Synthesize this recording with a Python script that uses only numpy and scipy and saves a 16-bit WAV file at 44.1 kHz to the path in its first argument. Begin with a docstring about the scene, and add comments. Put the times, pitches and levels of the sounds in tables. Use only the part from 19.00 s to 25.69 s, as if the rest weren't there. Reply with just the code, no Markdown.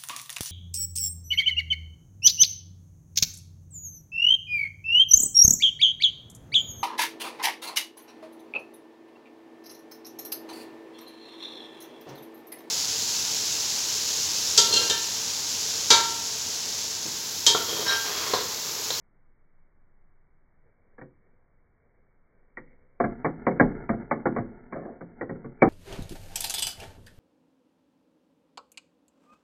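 """Marble in a plastic cube tower

Fingers rub and click the top cube of a clip-together plastic tower standing on a hollow tray.
A steel marble then drops from ramp to ramp, each drop adding a surge of rolling, and lands hard at the bottom.
Blows are sums of fading tones; rolling and rubbing are runs of tiny random bumps; the air is shaped noise.
A small room answers; only the low, dull part is heard, and the hardest blows get a faint, broad tick."""
import sys
import numpy as np
from scipy import signal
from scipy.fft import rfft, irfft, next_fast_len
from scipy.io import wavfile
from scipy.ndimage import map_coordinates

SR = 44100
rng = np.random.default_rng(int(sys.argv[2]) if len(sys.argv) > 2 else 0)


def inscribe(sig):
    """Save sig as 16-bit PCM at rate SR to the path in sys.argv[1].

    A 1-D sig is mono; a 2-D sig holds one channel per row.
    Samples are clipped to [-1, 1] before scaling.
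    """
    pcm = np.round(np.clip(np.atleast_2d(sig).T, -1, 1) * 32767)
    wavfile.write(sys.argv[1], SR, pcm.astype(np.int16))


N = 295029

# In the tone tables only the balance between the rows counts: the finished sound is set to a level later.
# Room noise: (frequency [Hz], strength [dB per Hz])
AIR_TONE = [(8.8, -24.5), (15, 7.5), (28, -12.5), (49, -19), (81, -17.5), (102, -24), (131, -20.5),
            (292, -29.5), (318, -28), (484, -32), (623, -33.5), (2300, -38.5), (2990, -71.5), (5060, -120)]
AIR_DB = -59
# How long the room's echo lasts: (frequency [Hz], time to fade by 60 dB [s])
ROOM_DECAY = [(100, 0.76), (500, 0.3), (2200, 0.19)]

# Fingers shifting their grip on the top cube: (time [s], rub level [dB])
RUBS = [(1.55, -67.5), (1.8, -66.5), (2.15, -68), (2.74, -65.5), (3.26, -65), (3.6, -61)]
RUB_RISE_S, RUB_FALL_DB_PER_S = 0.11, 34
# Tone of skin on plastic: (frequency [Hz], strength [dB per Hz])
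SKIN_TONE = [(100, -6), (250, -4), (500, 0), (900, -15.5), (2300, -16)]

# Rolling over the ramps: (frequency [Hz], strength [dB per Hz])
RAMP_TONE = [(30, -16), (60, 2), (140, -7), (250, 3), (450, -9.5), (700, -12), (1000, -22), (1650, -17.5),
             (2300, -28)]
# The steady roll, and the surge after a drop (added to that drop's weight in dB)
ROLL_DB, SURGE_DB, SURGE_RISE_S, BRAKE_DB_PER_S = -56, -18.5, 0.11, 55.5
# The freed marble grazing the top cube: (frequency [Hz], strength [dB per Hz])
GRAZE_TONE = [(1000, -25), (1700, -20.5), (1950, 5.5), (2200, 5.5), (2330, -7)]
GRAZE_S, GRAZE_DB, GRAZE_RISE_S, GRAZE_FALL_DB_PER_S = 3.635, -59, 0.063, 188
# The marble circling in a curved chute: (frequency [Hz], strength [dB per Hz])
CHUTE_TONE = [(150, -8.5), (330, -2.5), (480, 11.5), (680, 4), (900, -16), (1200, -14), (1450, -19.5),
              (1750, -19), (2300, -25)]
CHUTE_S, CHUTE_DB, CHUTE_RISE_S, CHUTE_FALL_DB_PER_S = 5.72, -37.5, 0.055, 85

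# Both blow tables hold levels before the shared trims in blows(), and brightness before the shift in clack().
# Fingers clicking the top cube: (time [s], clack level [dB], brightness [dB per octave],
# tray thud level [dB], low note of the struck piece [Hz], its high note [Hz])
CLICKS = [(1.981, -52.5, -2, -51.5, 502, 1697), (2.0133, -50, -3.5, -45, 503, 1860),
          (3.5718, -45.5, 5.5, -47, 507, 1918)]
# The marble hitting a ramp or wall: (time [s], clack level [dB], brightness [dB per octave],
# tray thud level [dB], low note of the struck piece [Hz], its high note [Hz])
DROPS = [(4.0006, -26, -6.5, -26.5, 693, 1107), (4.0398, -31, -5, -28, 686, 1617),
         (4.246, -26, -4, -29, 722.5, 1118), (4.467, -24, -5, -26, 491, 1080),
         (4.5113, -45, -2.5, -35, 527, 2158), (4.598, -17.5, -5, -16.5, 461, 1644),
         (4.8916, -30, -4.5, -23, 678, 1222), (4.931, -42, -8, -37, 481, 1405),
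         (5.1117, -26.5, -3.5, -31.5, 860, 1166), (5.2558, -25, -6.5, -26.5, 812, 1427),
         (5.3631, -30.5, -4.5, -34.5, 696, 1120), (5.382, -37.5, -4, -28.5, 423, 1127),
         (5.7246, -40, -2.5, -38, 529, 1092), (5.758, -44, -5.5, -39.5, 478, 1216),
         (5.852, -42, -16, -50, 442, 1707), (5.882, -45.5, -20, -52, 659, 1573),
         (6.009, -44.5, -8.5, -41, 461, 1530), (6.2108, -34.5, -6, -37.5, 452, 1900),
         (6.294, -41, -6.5, -32, 458, 1885), (6.354, -55.5, -7.5, -46.5, 384, 1418),
         (6.445, -48, -6, -36.5, 451, 1140), (6.6206, -16, -6.5, -19, 767, 2276),
         (6.664, -31.5, -16, -30, 527, 1100)]
# Tones of the hollow tray, before each blow varies them: (frequency [Hz], level [dB], 60 dB fade time [s])
TRAY = [(79, -14, 0.17), (112.4, -8.5, 0.22), (137.8, -3.5, .24), (169, -5, 0.27), (223, -0.5, .2),
        (245.9, 2.5, 0.18), (298.8, 0, 0.13), (351.6, -4, 0.21), (405.2, -7, 0.18), (477, -5, 0.11),
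        (543.2, -7.5, 0.21)]
# Thin walls of the cubes: (frequency [Hz], strength [dB per Hz])
WALL_TONE = [(100, -17), (250, -2.5), (520, 3.5), (600, -1.5), (710, 3.5), (800, -1.5), (920, -4.5),
             (1110, -4), (1320, -5), (1670, -5.5), (2000, -6), (2300, -9)]
# How long the walls ring: (frequency [Hz], time to fade by 60 dB [s])
WALL_DECAY = [(200, 0.4), (550, 0.11), (1100, 0.089), (2200, 0.062)]

BAND_HZ = 2345  # top of the low band that is kept
TOP_HZ = 16000  # upper limit of the finished sound
FLATTEN_DB = -3  # peak level above which the sound is flattened


def amp(db):
    """Turn decibels into a gain."""
    return 10 ** (np.asarray(db) / 20)


def unit(x):
    """Scale a sound to an average (rms) level of 1."""
    return x / np.sqrt(np.mean(x ** 2) + 1e-20)


def along(points, hz):
    """Read a (frequency, value) table at any frequency, on a log frequency axis."""
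    table_hz, values = np.transpose(points)
    return np.interp(np.log(hz + 1), np.log(table_hz), values)


def filtered(x, response):
    """Multiply each frequency of x by response(frequency)."""
    size = next_fast_len(len(x) + 8192)
    spectrum = rfft(x, size) * response(np.fft.rfftfreq(size, 1 / SR))
    return irfft(spectrum, size)[:len(x)]


def coloured(x, tone):
    """Shape x by a tone table, then set its rms to 1."""
    return unit(filtered(x, lambda hz: amp(along(tone, hz))))


def wobble(rate):
    """Draw a smooth curve through random points, rate of them a second."""
    points = rng.standard_normal(int(N * rate / SR) + 4)
    return map_coordinates(points, [np.arange(N) * rate / SR])


def swell(s, db, rise_s, fall_db_per_s):
    """A gain that rises from time s to its peak, then dies away."""
    t = np.arange(N) / SR - s
    rise = np.clip(t / rise_s, 0, 1)
    return rise * amp(db - fall_db_per_s * np.maximum(t - rise_s, 0))


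def add(track, s, sound):
    """Mix a sound into the track at s seconds, cutting what runs past the end."""
    part = track[round(s * SR):][:len(sound)]
    part += sound[:len(part)]


def ringing(hz, db, t60, rise, span):
    """Fading tones in chance phases, swelling over rise s, at rms 1 over the first span s."""
    t = np.arange(int(SR * t60.max())) / SR
    phase = rng.uniform(0, 2 * np.pi, len(hz))
    fade = np.exp(-np.log(1000) * t / t60[:, None])  # down 60 dB after t60
    tones = fade * np.sin(2 * np.pi * hz[:, None] * t + phase[:, None])
    sound = np.zeros(SR // 2)  # at most half a second is kept
    add(sound, 0, amp(db) @ tones * (1 - np.exp(-t / rise)))
    return sound / np.sqrt(np.mean(sound[:int(span * SR)] ** 2))


def friction(gain, tone, bumps_per_s, uneven_db, t60=0.048):
    """Rubbing or rolling is a run of tiny bumps, each ringing the plastic briefly, under a gain curve."""
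    bumps = (rng.random(N) < bumps_per_s / SR) * rng.standard_normal(N)
    t = np.arange(SR // 10) / SR
    plastic = rng.standard_normal(len(t)) * amp(-60 * t / t60)
    texture = coloured(signal.fftconvolve(bumps, plastic)[:N], tone)
    return gain * amp(uneven_db * wobble(25)) * texture


def air():
    """The faint steady noise of the room is random noise with a fixed tone."""
    return amp(AIR_DB) * coloured(rng.standard_normal(N), AIR_TONE)


def room(x, delay=0.0049):
    """Many blurred echoes, made from fading noise in which each frequency dies at its own speed."""
    hz, t, noise = signal.stft(rng.standard_normal(SR // 2), SR, nperseg=256)
    fade = amp(-60 * t / along(ROOM_DECAY, hz)[:, None])
    tail = signal.istft(noise * fade, SR, nperseg=256)[1]
    tail *= 1 - np.exp(-(np.arange(len(tail)) / SR / delay) ** 2)  # echoes build up over a few ms
    return signal.fftconvolve(x, tail / np.linalg.norm(tail))


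def sway(t60=1.0, level_db=-26):
    """The whole toy rocks on its soft mat after each blow, as three very low tones."""
    track = np.zeros(N)
    for s, _, _, tray_db, *_ in CLICKS + DROPS:
        hz = rng.uniform(20, 45, size=3)
        rocking = ringing(hz, np.zeros_like(hz), np.full_like(hz, t60), rise=0.01, span=0.05)
        add(track, s, amp(tray_db + level_db) * rocking)
    return track


def fingers():
    """Skin shifting its grip rubs faintly on the plastic as a run of tiny bumps."""
    rubs = [swell(s, db, RUB_RISE_S, RUB_FALL_DB_PER_S) for s, db in RUBS]
    grip = np.linalg.norm(rubs, axis=0)
    return friction(grip, SKIN_TONE, bumps_per_s=860, uneven_db=0.7)


def roll_strength():
    """The marble keeps rolling from its first drop on; each drop adds a surge that friction brakes."""
    curves = [amp(ROLL_DB) * (np.arange(N) / SR > DROPS[0][0])]
    for s, wall_db, _, tray_db, *_ in DROPS:
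        weight_db = (wall_db + tray_db) / 2
        curves.append(swell(s, weight_db + SURGE_DB, SURGE_RISE_S, BRAKE_DB_PER_S))
    return np.linalg.norm(curves, axis=0)


def rolling(rattle_db=-12):
    """The marble's bumps graze the top cube, rumble and rattle over ramps and whirr in the curved chute."""
    roll = roll_strength()
    graze_gain = swell(GRAZE_S, GRAZE_DB, GRAZE_RISE_S, GRAZE_FALL_DB_PER_S)
    graze = friction(graze_gain, GRAZE_TONE, bumps_per_s=600, uneven_db=1)
    rumble = friction(roll, RAMP_TONE, bumps_per_s=800, uneven_db=2.5)
    # Sparse seams between the cubes
    rattle = friction(roll, WALL_TONE, bumps_per_s=240, uneven_db=-0.5, t60=0.03)
    chute_gain = swell(CHUTE_S, CHUTE_DB, CHUTE_RISE_S, CHUTE_FALL_DB_PER_S)
    chute = friction(chute_gain, CHUTE_TONE, bumps_per_s=2100, uneven_db=-0.5)
    return graze + rumble + amp(rattle_db) * rattle + chute


def clack(bright_db, scatter_db=2.5, count=64):
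    """The thin cube walls ring in many crowded, short tones, weighted anew at every spot struck."""
    hz = 100 + (BAND_HZ - 100) * (np.arange(count) + rng.random(count)) / count
    # A harder contact is brighter; the tilt works only above 700 Hz
    tilt_db = (bright_db + 4.5) * np.log2(np.maximum(hz, 700) / 1000)
    db = along(WALL_TONE, hz) + tilt_db + scatter_db * rng.standard_normal(count)
    return ringing(hz, db, along(WALL_DECAY, hz), rise=0.00083, span=0.022)


def chatter(bright_db, gap=0.004, second_db=-3, third_db=-7):
    """After the first knock the loosely clipped walls knock twice more within milliseconds."""
    sound = clack(bright_db)
    second, third = np.cumsum(gap * rng.uniform(0.6995, 1.5, size=2))
    add(sound, second, amp(second_db) * clack(bright_db))
    add(sound, third, amp(third_db) * clack(bright_db))
    return sound


def thud(scatter_db=2.15, detune=0.035):
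    """The blow runs down the tower and the hollow tray's boom swells up a little more slowly."""
    hz, db, t60 = np.transpose(TRAY)
    shift, strength = rng.standard_normal((2, len(hz)))
    return ringing(hz * (1 + detune * shift), db + scatter_db * strength, t60, rise=0.013, span=0.034)


def piece(hz, db, t60):
    """The one ramp or frame that is hit rings at its own note."""
    note = ringing(np.array([hz]), np.zeros(1), np.array([t60]), rise=0.0014, span=0.026)
    return amp(db) * note


def blows(rows, clack_db=0.5, thud_db=-3.0, low_db=-4, high_db=-2.0, low_t60=0.11, high_t60=0.038,
          room_db=-13):
    """Each contact clacks the walls, thumps the tray, rings one piece and wakes the room."""
    track = np.zeros(N)
    for s, wall_db, bright_db, tray_db, low_hz, high_hz in rows:
        weight_db = (wall_db + tray_db) / 2
        hit = amp(wall_db + clack_db) * chatter(bright_db)
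        hit += piece(low_hz, weight_db + low_db, low_t60)
        # A harder contact rings the high note more
        hit += piece(high_hz, wall_db + bright_db + high_db, high_t60)
        hit += amp(tray_db + thud_db) * thud()
        add(track, s, hit)
        add(track, s, amp(room_db) * room(hit))
    return track


def scene():
    """All the sounds add up at one microphone."""
    background = air() + sway()
    handling = fingers() + blows(CLICKS)
    marble = rolling() + blows(DROPS)
    return (background + handling + marble)[None]


def record(dry, hardness=14):
    """Only a low band is kept; flattened peaks then give the hardest blows a faint, broad tick."""
    # The cut-off slopes over 120 Hz
    dull = filtered(dry[0], lambda hz: np.clip((BAND_HZ - hz) / 120 + 0.5, 0, 1))
    excess = np.abs(dull / amp(FLATTEN_DB)) ** hardness
    flattened = dull / (1 + excess) ** (1 / hardness)
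    return filtered(flattened, lambda hz: hz < TOP_HZ)[None]


dry = scene()
out = record(dry)
inscribe(out)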